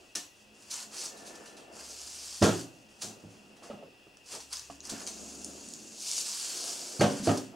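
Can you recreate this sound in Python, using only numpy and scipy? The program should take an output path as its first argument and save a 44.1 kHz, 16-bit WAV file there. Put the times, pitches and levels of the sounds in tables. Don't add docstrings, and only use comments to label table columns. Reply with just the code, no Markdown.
import sys
import numpy as np
from scipy import signal
from scipy.fft import rfft, irfft, next_fast_len
from scipy.io import wavfile

SR = 44100
rng = np.random.default_rng(int(sys.argv[2]) if len(sys.argv) > 2 else 0)


def int16_out(signal):
    q = np.round(np.clip(np.atleast_2d(signal).T, -1, 1) * 32767)
    wavfile.write(sys.argv[1], SR, q.astype(np.int16))


def ratio(d):
    e = np.asarray(d, float) / 20
    return 10 ** e


N = 333340

# f/Hz, level/dB per Hz
FLOOR_SPECTRUM = [(12, -15), (30, -6), (123, 2.5), (204, -8), (357, 1.5), (825, -1), (1190, -7.5),
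                  (1910, -3.5), (2140, -5.5), (2670, -1), (3950, -12), (5230, -8.5), (6910, -26),
                  (16000, -11)]
FLOOR_DB = -55.5
# f/Hz, width/Hz, level/dB rms
APPLIANCE_WHINE = [(2610, 170, -70), (2730, 130, -70), (1940, 43, -75), (3350, 94, -81)]

# closest t/s, rumble level/dB, tyre roar/dB re rumble, pane hum/dB re rumble, reach/s
PASSES = [(.02, -67, 2.5, -15, 0.086), (.52, -77, -12, 10, 0.14), (.8, -80, 4, 21, 0.15),
          (1.3, -62.5, 7.5, -3.5, 0.47), (1.75, -66, 10, -13, 0.22), (2.25, -77.5, 10.5, 5.5, 0.3),
          (2.85, -72, -13, -16, 0.16), (3.45, -65.5, 1, -1.5, 0.64), (4.35, -72, 17, 5, 0.045),
          (5.0, -55, 1, -18, 0.15), (5.22, -55.5, -1.5, 3.5, 0.11), (5.48, -54, -3.5, -13, 0.23),
          (5.8, -56, -7.5, -8, 0.19), (6.2, -70.5, 9.5, 6, 0.24), (6.65, -64, 9.5, -25, 0.25),
          (6.87, -64.5, 10, -4, 0.16)]
PASS_FALL_DB = 28.5
# f/Hz, level/dB per Hz
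RUMBLE_SPECTRUM = [(53, -50.5), (90, -27), (162, -12), (269, -3.5), (454, -5.5), (706, -5.5), (999, -16.5),
                   (1600, -16), (1800, -29), (2200, -9), (2860, -39.5), (4840, -120)]
# f/Hz, width/Hz, level/dB
WINDOW_PEAKS = [(266, 15, -7.5), (309, 28, -2), (352, 69, 3), (491, 30, 1.5), (700, 74, 4.5),
                (939, 25, -2.5), (1196, 37, -3), (1375, 37, -1)]
PANE_HZ, PANE_WIDTH_HZ, ROAR_FROM_HZ = 210, 24, 329
# t/s, level/dB
BRAKE_SQUEAL = [
    (1.0, -90),
    (1.12, -62),
    (1.45, -58),
    (1.8, -74),
    (1.95, -90),
]
SQUEAL_HZ, SQUEAL_WIDTH_HZ = 1770, 42
# start t/s, length/s, start f/Hz, end f/Hz, level/dB
ENGINES = [
    (1.85, 0.52, 71.6, 76, -73),
    (4.51, 0.42, 67, 68.5, -72),
    (5.208, 0.35, 69.1, 73, -69),
    (5.84, .03, 76, 76, -82),
]
ENGINE_SWELL_DB_PER_S, ENGINE_FADE_DB_PER_S = 52, 149
# t/s, rumble level/dB, clatter/dB re rumble, hum/dB re rumble
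SHUDDERS = [
    (2.55, -53.5, 3.5, -3),
    (3.07, -58, 3.5, 6),
    (3.24, -68, 0, 14),
    (3.7, -67, 8, -1),
    (3.8, -72, 6, 11),
    (7.05, -61, 19, -5),
    (7.19, -49, -25, 3),
    (7.27, -52, -3, 8),
    (7.54, -75.5, 18.5, -3),
]
SHUDDER_SWELL_DB_PER_S, SHUDDER_FADE_DB_PER_S = 205, 71

# start t/s, length/s, crackle start level/dB, end level/dB, wet low part/dB re crackle
PULLS = [(.0, 0.17, -65.5, -68, -38), (.17, 0.061, -67, -57, 0), (.36, 0.065, -65, -63.5, -22),
         (.55, 0.14, -63, -55.5, -7), (.73, 0.099, -39.5, -43.5, -8), (.93, 0.039, -46.5, -40.5, -7),
         (.99, 0.072, -38.5, -39, -12.5), (1.1, 0.35, -65, -57.5, 2), (1.74, 0.072, -54, -47, -5),
         (1.84, 0.54, -47, -42.5, -13.5), (2.44, 0.037, -28.5, -36.5, -15), (2.5, 0.11, -43.5, -43, -9),
         (2.74, 0.09, -64, -67, -34), (5.29, 0.032, -60, -61, -30), (2.9, 0.07, -63, -63, -4),
         (3.03, 0.12, -42.5, -61.5, -11), (3.2, 0.5, -66, -74, -3), (3.64, 0.087, -60, -70, 7),
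         (4.27, 0.085, -54, -41.5, -8), (4.53, 0.16, -40.5, -58, -8.5), (4.71, 0.048, -54.5, -58, -4),
         (4.855, .035, -45, -54, -6.5), (4.9, 0.12, -48, -49.5, 0.5), (5.9, .08, -78, -50, -29),
         (6.0, 0.028, -45, -40, -21), (6.2, 0.03, -47, -44, -26), (6.06, .15, -35.5, -34, -19.5),
         (6.26, 0.42, -36.5, -37.5, -14.5), (6.68, 0.32, -38.5, -44.5, -14.5), (7.015, 0.2, -40, -46, -2.5),
         (7.27, 0.22, -39.5, -62, 1), (7.39, 0.023, -59, -54, -23)]
THIN_STRIP = (5, 1.88, -47.5, -54.5, -13.5)
THIN_WHISTLE_SHARE, WHISTLE_HZ, WHISTLE_WIDTH_HZ = 0.33, 6700, 750
GRIP_DB_PER_S, LET_GO_DB_PER_S = 520, 303
HOLDING_DB, HOLDING_LOW_DB = -72, -28
# f/Hz, level/dB per Hz
SKIN_SPECTRUM = [(1290, -105), (2200, -6.5), (2730, -13), (4050, -5), (4510, -1), (5870, -0.5), (8580, -7),
                 (11100, -9.5), (13500, -12), (15000, -22), (15800, -16)]
PATCH_EDGES_HZ = [1200, 2600, 3600, 4600, 5600, 6800, 8400, 10500, 13000, 18000]
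# t/s, level/dB, low part/dB, rise/s, length/s
RIPS = [(0.151, -26.5, -9, 0.0013, 0.028), (0.622, -48, -12, 0.0026, 0.012),
        (0.692, -32, -36, 0.022, 0.023), (1.162, -46, -11, 0.011, 0.069), (1.229, -41.5, -9, 0.044, 0.033),
        (1.343, -43.5, -18, 0.013, 0.011), (1.453, -46, -5, 0.0051, 0.058),
        (1.566, -47.5, -0.5, 0.0025, 0.053), (2.422, -26.5, 0.5, 0.00088, 0.052),
        (3.006, -30, -9.5, 0.016, 0.029), (3.563, -54, 0, 0.0036, 0.024), (3.623, -49, -19, 0.011, 0.057),
        (3.279, -57, -19, 0.03, 0.081), (4.252, -51, -33, 0.0092, 0.05), (4.307, -36.5, -7, 0.015, 0.027),
        (4.398, -41.5, -8, 0.0048, 0.038), (4.523, -29.5, -8, 0.012, 0.0069),
        (4.891, -30.5, -12, 0.0053, 0.024), (5.068, -33, -7, 0.0042, 0.022),
        (7.374, -29.5, -27, 0.00059, 0.01), (5.888, -39.5, -30, 0.22, 0.048),
        (7.007, -24.5, 0, 0.0022, 0.026), (7.206, -34, -35, 0.038, 0.1)]
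# t/s, peak level/dB, f/Hz, low part/dB
SNAPS = [(0.1563, -21.5, 6660, -13), (0.741, -27.5, 6100, -31), (1.7283, -46.5, 7470, -11),
         (1.7675, -44, 6770, 1), (2.4268, -21.5, 5800, -18), (4.171, -46.5, 6420, 1),
         (4.5296, -24, 7860, -17), (4.57, -28, 5200, -19), (4.595, -33, 5660, -20), (4.805, -37, 6000, -16),
         (4.853, -35, 7400, -20), (4.8725, -36, 8700, -28), (4.899, -33, 6120, -20),
         (5.0666, -29, 6500, -26), (5.074, -28, 6500, -20), (5.446, -26.5, 9300, -30),
         (5.6872, -33, 6570, -8), (5.737, -27.5, 7700, -29), (6.005, -33, 5930, -24),
         (6.1152, -22.5, 5830, -25), (6.1562, -29, 5760, -24), (6.1805, -21, 6900, -14),
         (7.01, -25.5, 7000, 6)]
SNAP_S = .0011
SNAP_SPAN, SNAP_BROAD, SNAP_PITCHED = 1.75, .9, 1.1

# t/s, level/dB, f/Hz, t60/s
TAPS = [(.156, -47, 307, .17), (1.165, -57, 3950, .08), (1.278, -54, 5200, .06), (1.475, -56, 4050, .06),
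        (2.427, -31, 510, .1), (2.429, -38, 1260, .31), (2.433, -39, 1600, .28), (2.45, -35.5, 1400, .23),
        (3.061, -60, 108, .45), (3.251, -56, 108, .37), (3.6995, -38, 578, .11), (3.702, -46, 240, .08),
        (3.815, -52, 700, .08), (4.699, -38, 690, .052), (4.6995, -43, 1150, .04), (4.7, -50, 266, .15),
        (4.924, -43.5, 686, .08), (6.996, -38, 4450, .16), (7.011, -35, 700, .1), (7.008, -33, 1590, .12),
        (7.006, -32, 1240, .16), (7.02, -29, 206, .28), (7.3, -41, 1330, .12), (7.278, -40, 4450, .11),
        (7.5365, -47.5, 710, .068), (.155, -48, 1780, .15), (1.04, -56, 1660, .12), (2.414, -32, 205, .08),
        (2.43, -28, 105, .2), (2.428, -24, 335, .08), (2.425, -23, 600, .09), (2.426, -34, 845, .2),
        (2.43, -31, 1096, .2), (2.427, -28, 700, .2), (2.444, -24, 460, .1), (2.456, -26, 340, .15),
        (2.482, -30, 208, .12), (2.535, -33, 345, .2), (7.012, -27, 380, .15), (3.625, -51, 610, .1),
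        (3.88, -52, 410, .06), (7.2, -35, 200, .15), (7.232, -34, 250, .15), (7.28, -36, 108, .25),
        (7.285, -28, 270, .15)]
TAP_SWELL_CYCLES = 0.35
# t/s, peak level/dB, push f/Hz, rattle/dB re push, length/s
BUMPS = [(0.159, -29.5, 623, -3, 0.0087), (2.415, -10, 193, -21, 0.047), (2.42, -7, 314, -10.5, 0.011),
         (2.434, -21.5, 470, 2, 0.036), (2.458, -9, 366, -36, 0.017), (2.489, -23, 210, -4, 0.039),
         (3.033, -33, 343, -13, 0.022), (3.236, -32, 186, -24, 0.0066), (3.621, -38, 590, -11, 0.036),
         (3.699, -31, 393, -9, 0.041), (3.824, -37, 397, -13, 0.02), (4.066, -42, 346, -17, 0.006),
         (4.335, -36.5, 560, -31, 0.042), (4.702, -32, 274, 0, 0.0013), (4.921, -29.5, 226, -26, 0.0086),
         (6.993, -15, 145, -23, 0.053), (7.01, -8.5, 420, -11, 0.036), (7.04, -16.5, 236, -4, 0.019),
         (7.27, -10.5, 330, -12, 0.0095), (7.287, -15.5, 304, -4.5, 0.017), (7.311, -18.5, 560, -14, 0.037),
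         (7.346, -19, 266, -19, 0.0035), (7.533, -38, 243, -29, 0.025)]
# f/Hz, level/dB, t60/s
WORKTOP_MODES = [(103, -2, 0.15), (171.2, 5, 0.44), (208, -20, 0.24), (274, 0.5, 0.34), (342, -6.5, 0.48),
                 (379.8, 1, 0.62), (452, -30, 0.3), (517, -9, 0.52), (614, -5.5, 0.028), (719, 3.5, 0.43),
                 (865, -32, 0.16), (1120, -14, 0.46), (1250, 0.5, 0.042), (1640, -26, .25)]
BUMP_RISE_S, BUMP_LEAN_DB = 0.0022, -1.5
JOLT_DB, JOLT_HZ = -38, 50
# t/s,
# level/dB, f/Hz, t60/s, swell/s
RINGS = [(2.436, -35, 1280, .1, 0.0068), (2.437, -30, 1664, .08, .004), (2.45, -37, 1620, .1, .005),
         (2.472, -35, 942, 0.065, 0.0043), (2.415, -38, 1404, 0.071, 0.0046),
         (2.418, -34, 1905, 0.14, .004), (2.486, -32, 1303, 0.11, 0.0044), (2.49, -27.5, 540, 0.11, 0.0035),
         (2.527, -40, 790, .08, 0.0054), (2.555, -32.5, 358, 0.14, 0.0087),
         (3.713, -42.5, 195, 0.11, 0.015), (3.728, -48, 596, .07, .004), (3.772, -45, 584, .15, 0.0079),
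         (3.79, -52, 224, 0.081, 0.0074), (3.826, -43, 545, .14, 0.0072), (3.832, -51, 217, 0.09, .008),
         (3.65, -48, 690, .15, 0.009), (4.557, -36, 5050, 0.033, .0005), (4.857, -44, 4900, 0.027, .0005),
         (4.921, -37.5, 268, 0.041, 0.00078), (4.936, -38, 297, .05, .002), (4.5267, -34, 4650, .03, .0005),
         (7.288, -31.5, 270, .1, 0.0045), (5.083, -35, 6140, 0.014, 0.00033),
         (7.012, -28.5, 2125, 0.094, 0.0037), (7.037, -25.5, 577, 0.26, 0.0053),
         (7.037, -32, 1574, 0.1, 0.0046), (7.038, -22, 201, 0.062, 0.005), (7.13, -39, 287, .3, .012),
         (7.274, -24.5, 700, 0.21, .01), (7.276, -26.5, 351, 0.088, 0.0041), (7.295, -31, 588, 0.17, .008),
         (7.308, -29, 248, 0.11, 0.0079), (7.343, -36, 320, 0.11, .005)]

# f/Hz, t60/s
KITCHEN_DECAY = [(60, 0.62), (250, 0.33), (1000, 0.29), (4000, 0.35), (9000, 0.23), (15000, 0.82)]
ROOM_EDGES_HZ = 20 * 2 ** np.arange(0, 10.1, 1)
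ROOM_LOW_CUT_HZ, HANDS_MOVE_S = 192, .17
# f/Hz, left minus right level/dB
STEREO_LEAN = [(60, -1), (240, -0.5), (950, 0), (3770, 2), (15000, -0.5)]
# f/Hz, side minus mid level/dB
SIDE_LEVEL = [(60, -4), (120, -7.5), (240, -13), (480, -9.5), (950, -1), (1890, -2), (3770, -8.5),
              (7520, -11), (15000, 0)]
# f/Hz, level/dB
MICROPHONE = [(20, 7.5), (95, 4), (1700, 0), (2150, -5), (2600, 2.5), (10000, 5.5), (13000, -9.5),
              (15750, -4), (15900, -46), (22050, -63)]
SCATTER_DB, SCATTER_FROM_HZ = -5.5, 9400


def rms_one(x):
    return x / np.sqrt(np.mean(x ** 2) + 1e-30)


def at_hz(points, hz):
    table_hz, values = np.array(points).T
    return np.interp(np.log(hz), np.log(table_hz), values)


def colour(x, spectrum):
    hz = np.fft.rfftfreq(x.shape[-1], 1 / SR) + 1
    return irfft(rfft(x) * ratio(at_hz(spectrum, hz)), x.shape[-1])


def drift(rate):
    r = np.exp(-80 * np.pi * rate / SR)
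    slow = signal.lfilter([1], [1, -2 * r, r * r], rng.standard_normal(N // 40 + 2002))
    slow = slow[2000:]
    return np.interp(np.arange(N) / 40, np.arange(len(slow)), rms_one(slow))


def resonance(x, hz, width_hz):
    r = np.exp(-np.pi * max(width_hz, 1) / SR)
    top_gain = np.array([1, 0, -1]) * (1 - r * r) / 2
    return signal.lfilter(top_gain, [1, -2 * r * np.cos(2 * np.pi * hz / SR), r * r], x)


def sharp_resonance(x, hz, width_hz):
    return resonance(resonance(x, hz, width_hz), hz, width_hz)


def band(x, low_hz, high_hz):
    edges = [low_hz, min(high_hz, .45 * SR)]
    return signal.sosfilt(signal.butter(2, edges, "band", fs=SR, output="sos"), x)


def contact(t, length_s, rise_s):
    swell = np.minimum(t / max(rise_s, 5e-5), 1)
    return swell ** 2 * np.exp(-np.maximum(t - rise_s, 0) / max(length_s, 2e-4))


def held_db(start, length, first_db, last_db, rise_db_per_s, fall_db_per_s):
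    t = np.arange(N) / SR
    before, after = np.maximum(start - t, 0), np.maximum(t - start - length, 0)
    glide_db = np.interp(t, [start, start + length], [first_db, last_db])
    return glide_db - rise_db_per_s * before - fall_db_per_s * after


def diffuse(size):
    mid, side = rfft(rng.standard_normal((2, size)))
    hz = np.fft.rfftfreq(size, 1 / SR) + 1
    left_right = np.array([[1], [-1]])
    lean = ratio(at_hz(STEREO_LEAN, hz) / 2 * left_right)
    return irfft(lean * (mid + ratio(at_hz(SIDE_LEVEL, hz)) * side * left_right), size)


def kitchen(x, wet_db, gap_s, count=1):
    t = np.arange(SR // 2) / SR
    noise, out = diffuse(len(t)), x
    for k in range(count):
        shifted = np.roll(noise, k * SR // 10, axis=1)
        tail = 0
        for low, high in zip(ROOM_EDGES_HZ, ROOM_EDGES_HZ[1:]):
            tail = tail + band(shifted, low, high) * ratio(-60 * t / at_hz(KITCHEN_DECAY, low))
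        tail = band(tail, ROOM_LOW_CUT_HZ, 20000) * (1 - np.exp(-(t / gap_s) ** 2))
        tail = rms_one(tail) / np.sqrt(len(t))
        place = np.arange(N) / SR / HANDS_MOVE_S
        apart = np.abs((place - k + count / 2) % count - count / 2)
        here = np.cos(np.pi / 2 * np.minimum(apart, 1)) if count > 1 else 1
        out = out + ratio(wet_db) * signal.fftconvolve((here * x)[None], tail, axes=1)[:, :N]
    return out


def room_tone():
    noise, whine = diffuse(N), 0
    for hz, width, db in APPLIANCE_WHINE:
        whine = whine + ratio(db + drift(7.7)) * rms_one(sharp_resonance(noise, hz, width))
    return ratio(FLOOR_DB - 7.5) * rms_one(colour(diffuse(N), FLOOR_SPECTRUM)) + whine


def street():
    t = np.arange(N) / SR
    levels_db = []
    for s, db, _, _, reach in PASSES:
        levels_db.append(db - PASS_FALL_DB * np.log10(1 + ((t - s) / reach) ** 2))
    for s, db, _, _ in SHUDDERS:
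        levels_db.append(held_db(s, 0, db, db, SHUDDER_SWELL_DB_PER_S, SHUDDER_FADE_DB_PER_S))
    power = ratio(2 * np.array(levels_db))
    shares_db = np.array([row[2:4] for row in PASSES + SHUDDERS]).T
    roar_gain, pane_gain = np.sqrt(ratio(2 * shares_db) @ power)

    noise, lumps = colour(diffuse(N), RUMBLE_SPECTRUM), drift(14.0)
    rumble = band(noise, 126, ROAR_FROM_HZ)
    roar = band(noise[:, ::-1], ROAR_FROM_HZ - 40, 1730) * ratio(lumps)
    boom = 0
    for k, (hz, width, db) in enumerate(WINDOW_PEAKS):
        peak = rms_one(sharp_resonance(noise[::-1], hz, width))
        boom = boom + ratio(db + 2.7 * np.roll(lumps, k * SR)) * peak
    pane = sharp_resonance(noise, PANE_HZ, PANE_WIDTH_HZ)
    squeal = sharp_resonance(noise, SQUEAL_HZ, SQUEAL_WIDTH_HZ)
    squeal_db = np.interp(t, *np.transpose(BRAKE_SQUEAL))

    traffic = np.sqrt(power.sum(axis=0)) * rms_one(rumble)
    traffic = traffic + roar_gain * (rms_one(roar) + ratio(-6.0) * rms_one(boom))
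    traffic = traffic + ratio(-6.0) * pane_gain * rms_one(pane)
    return traffic + ratio(squeal_db) * rms_one(squeal) + engines()


def tearing(per_s, spread_db, clump_db, patch_db):
    rows = [*PULLS, THIN_STRIP]
    pulls = np.array([ratio(2 * held_db(*row[:4], GRIP_DB_PER_S, LET_GO_DB_PER_S)) for row in rows])
    low = ratio(2 * np.array(rows)[:, 4]) @ pulls + ratio(2 * (HOLDING_DB + HOLDING_LOW_DB))
    singing = THIN_WHISTLE_SHARE * pulls[-1]
    crackle = pulls.sum(axis=0) - singing + ratio(2 * HOLDING_DB)

    sizes = ratio(spread_db * np.minimum(rng.exponential(1, N), 5)) * rng.standard_normal(N)
    clumps = drift(41)
    clicks = sizes * (rng.random(N) < per_s / SR) * ratio(clump_db * clumps)
    skin, broad = colour(clicks, SKIN_SPECTRUM), 0
    for k, (low_hz, high_hz) in enumerate(zip(PATCH_EDGES_HZ, PATCH_EDGES_HZ[1:])):
        patch = ratio(patch_db * np.roll(clumps, k * SR))
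        broad = broad + band(skin, low_hz, high_hz) * patch * (-1) ** k
    whistle = rms_one(resonance(np.roll(clicks, SR), WHISTLE_HZ, WHISTLE_WIDTH_HZ))
    wet = rms_one(band(clicks, 810, 2140))
    dry_part = np.sqrt(crackle) * rms_one(broad) + np.sqrt(singing) * whistle
    return ratio(-5.5) * (dry_part + np.sqrt(low) * wet)


def through_skin(bright, dull):
    return 0.87 * colour(bright[:N], SKIN_SPECTRUM) + 0.96 * band(dull[:N], 580, 3370)


def rips():
    bright, dull, t = np.zeros(N + SR), np.zeros(N + SR), np.arange(SR // 5) / SR
    for s, db, low_db, rise, length in RIPS:
        rip = ratio(db) * rng.standard_normal(len(t)) * contact(t, length, rise)
        bright[round(s * SR):][:len(t)] += rip
        dull[round(s * SR):][:len(t)] += ratio(low_db) * rip
    return through_skin(bright, dull)


def damped_tones(rows):
    out, t = np.zeros(N + SR), np.arange(SR // 4) / SR
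    for s, db, hz, t60, swell in rows:
        level = ratio(db - 60 * t / t60) * np.minimum(t / max(swell, 1e-4), 1)
        out[round(s * SR):][:len(t)] += level * np.sin(2 * np.pi * hz * t)
    return out[:N]


def taps():
    return damped_tones([(*row, TAP_SWELL_CYCLES / row[2]) for row in TAPS])


def snaps():
    bright, dull, t = np.zeros(N + SR), np.zeros(N + SR), np.arange(SR // 100) / SR
    for s, db, hz, low_db in SNAPS:
        crack = ratio(db - 10.0) * rms_one(rng.standard_normal(len(t)) * np.exp(-t / SNAP_S))
        broad = SNAP_BROAD * band(crack, hz / SNAP_SPAN, hz * SNAP_SPAN)
        bright[round(s * SR):][:len(t)] += broad + SNAP_PITCHED * resonance(crack, hz, 2100)
        dull[round(s * SR):][:len(t)] += ratio(low_db) * crack
    return through_skin(bright, dull)


def bumps():
    push, t = np.zeros(N + SR), np.arange(SR // 8) / SR
    for s, db, hz, rattle_db, length in BUMPS:
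        knock = rng.standard_normal(len(t)) * contact(t, length, BUMP_RISE_S)
        blow = np.sin(2 * np.pi * hz * t) * np.exp(-t * hz / 1.55) * np.minimum(t / BUMP_RISE_S, 1)
        thud = blow + 3.58 * band(band(knock, hz / 2.93, hz * 2.36), 31, 920)
        rattle = 2.65 * ratio(rattle_db) * band(band(knock, 476, 2400), 600, 4050)
        push[round(s * SR):][:len(t)] += ratio(db - 10.5) * (thud + rattle)
    push = push[:N] + 1e-18
    jolt = ratio(JOLT_DB) * band(push, 15, JOLT_HZ)
    push = band(band(push, 95, 9000), 90, 12000)
    ringing = 0
    for k, (hz, db, t60) in enumerate(WORKTOP_MODES):
        ringing = ringing + ratio(db + 6.5) * resonance(push, hz, 3.15 / min(t60, .4)) * (-1) ** k
    return push + ringing + jolt


def engines():
    out, t, waver_hz = 0, np.arange(N) / SR, 2.1 * drift(4.9)
    for s, length, first_hz, last_hz, db in ENGINES:
        hz = np.interp(t, [s, s + length], [first_hz, last_hz]) + waver_hz
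        level = ratio(held_db(s, length, db, db, ENGINE_SWELL_DB_PER_S, ENGINE_FADE_DB_PER_S))
        out = out + level * np.sqrt(2) * np.sin(2 * np.pi * np.cumsum(hz) / SR)
    return out


def rings():
    return damped_tones(RINGS)


def scene():
    stalk = tearing(per_s=9000, spread_db=-1.5, clump_db=-0.47, patch_db=1.23) + rips() + snaps()
    stalk = kitchen(stalk, wet_db=0.0, gap_s=0.0017, count=4)
    worktop = kitchen(bumps() + taps() + rings(), wet_db=0.5, gap_s=0.00064)
    worktop = worktop * ratio([[BUMP_LEAN_DB / 2], [-BUMP_LEAN_DB / 2]])
    return stalk + worktop + street() + room_tone()


def top_cut(x):
    return signal.sosfilt(signal.butter(12, 16460, fs=SR, output="sos"), x)


def record(dry):
    top = band(dry.mean(axis=0), SCATTER_FROM_HZ, 17600)
    top = signal.hilbert(top, next_fast_len(N))[:N]
    scatter = ratio(SCATTER_DB) * np.real(top * np.exp(4j * drift(30)))
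    mix = colour(dry + scatter * [[1], [-1]], MICROPHONE)
    return top_cut(mix)


dry = scene()
out = record(dry)
int16_out(out)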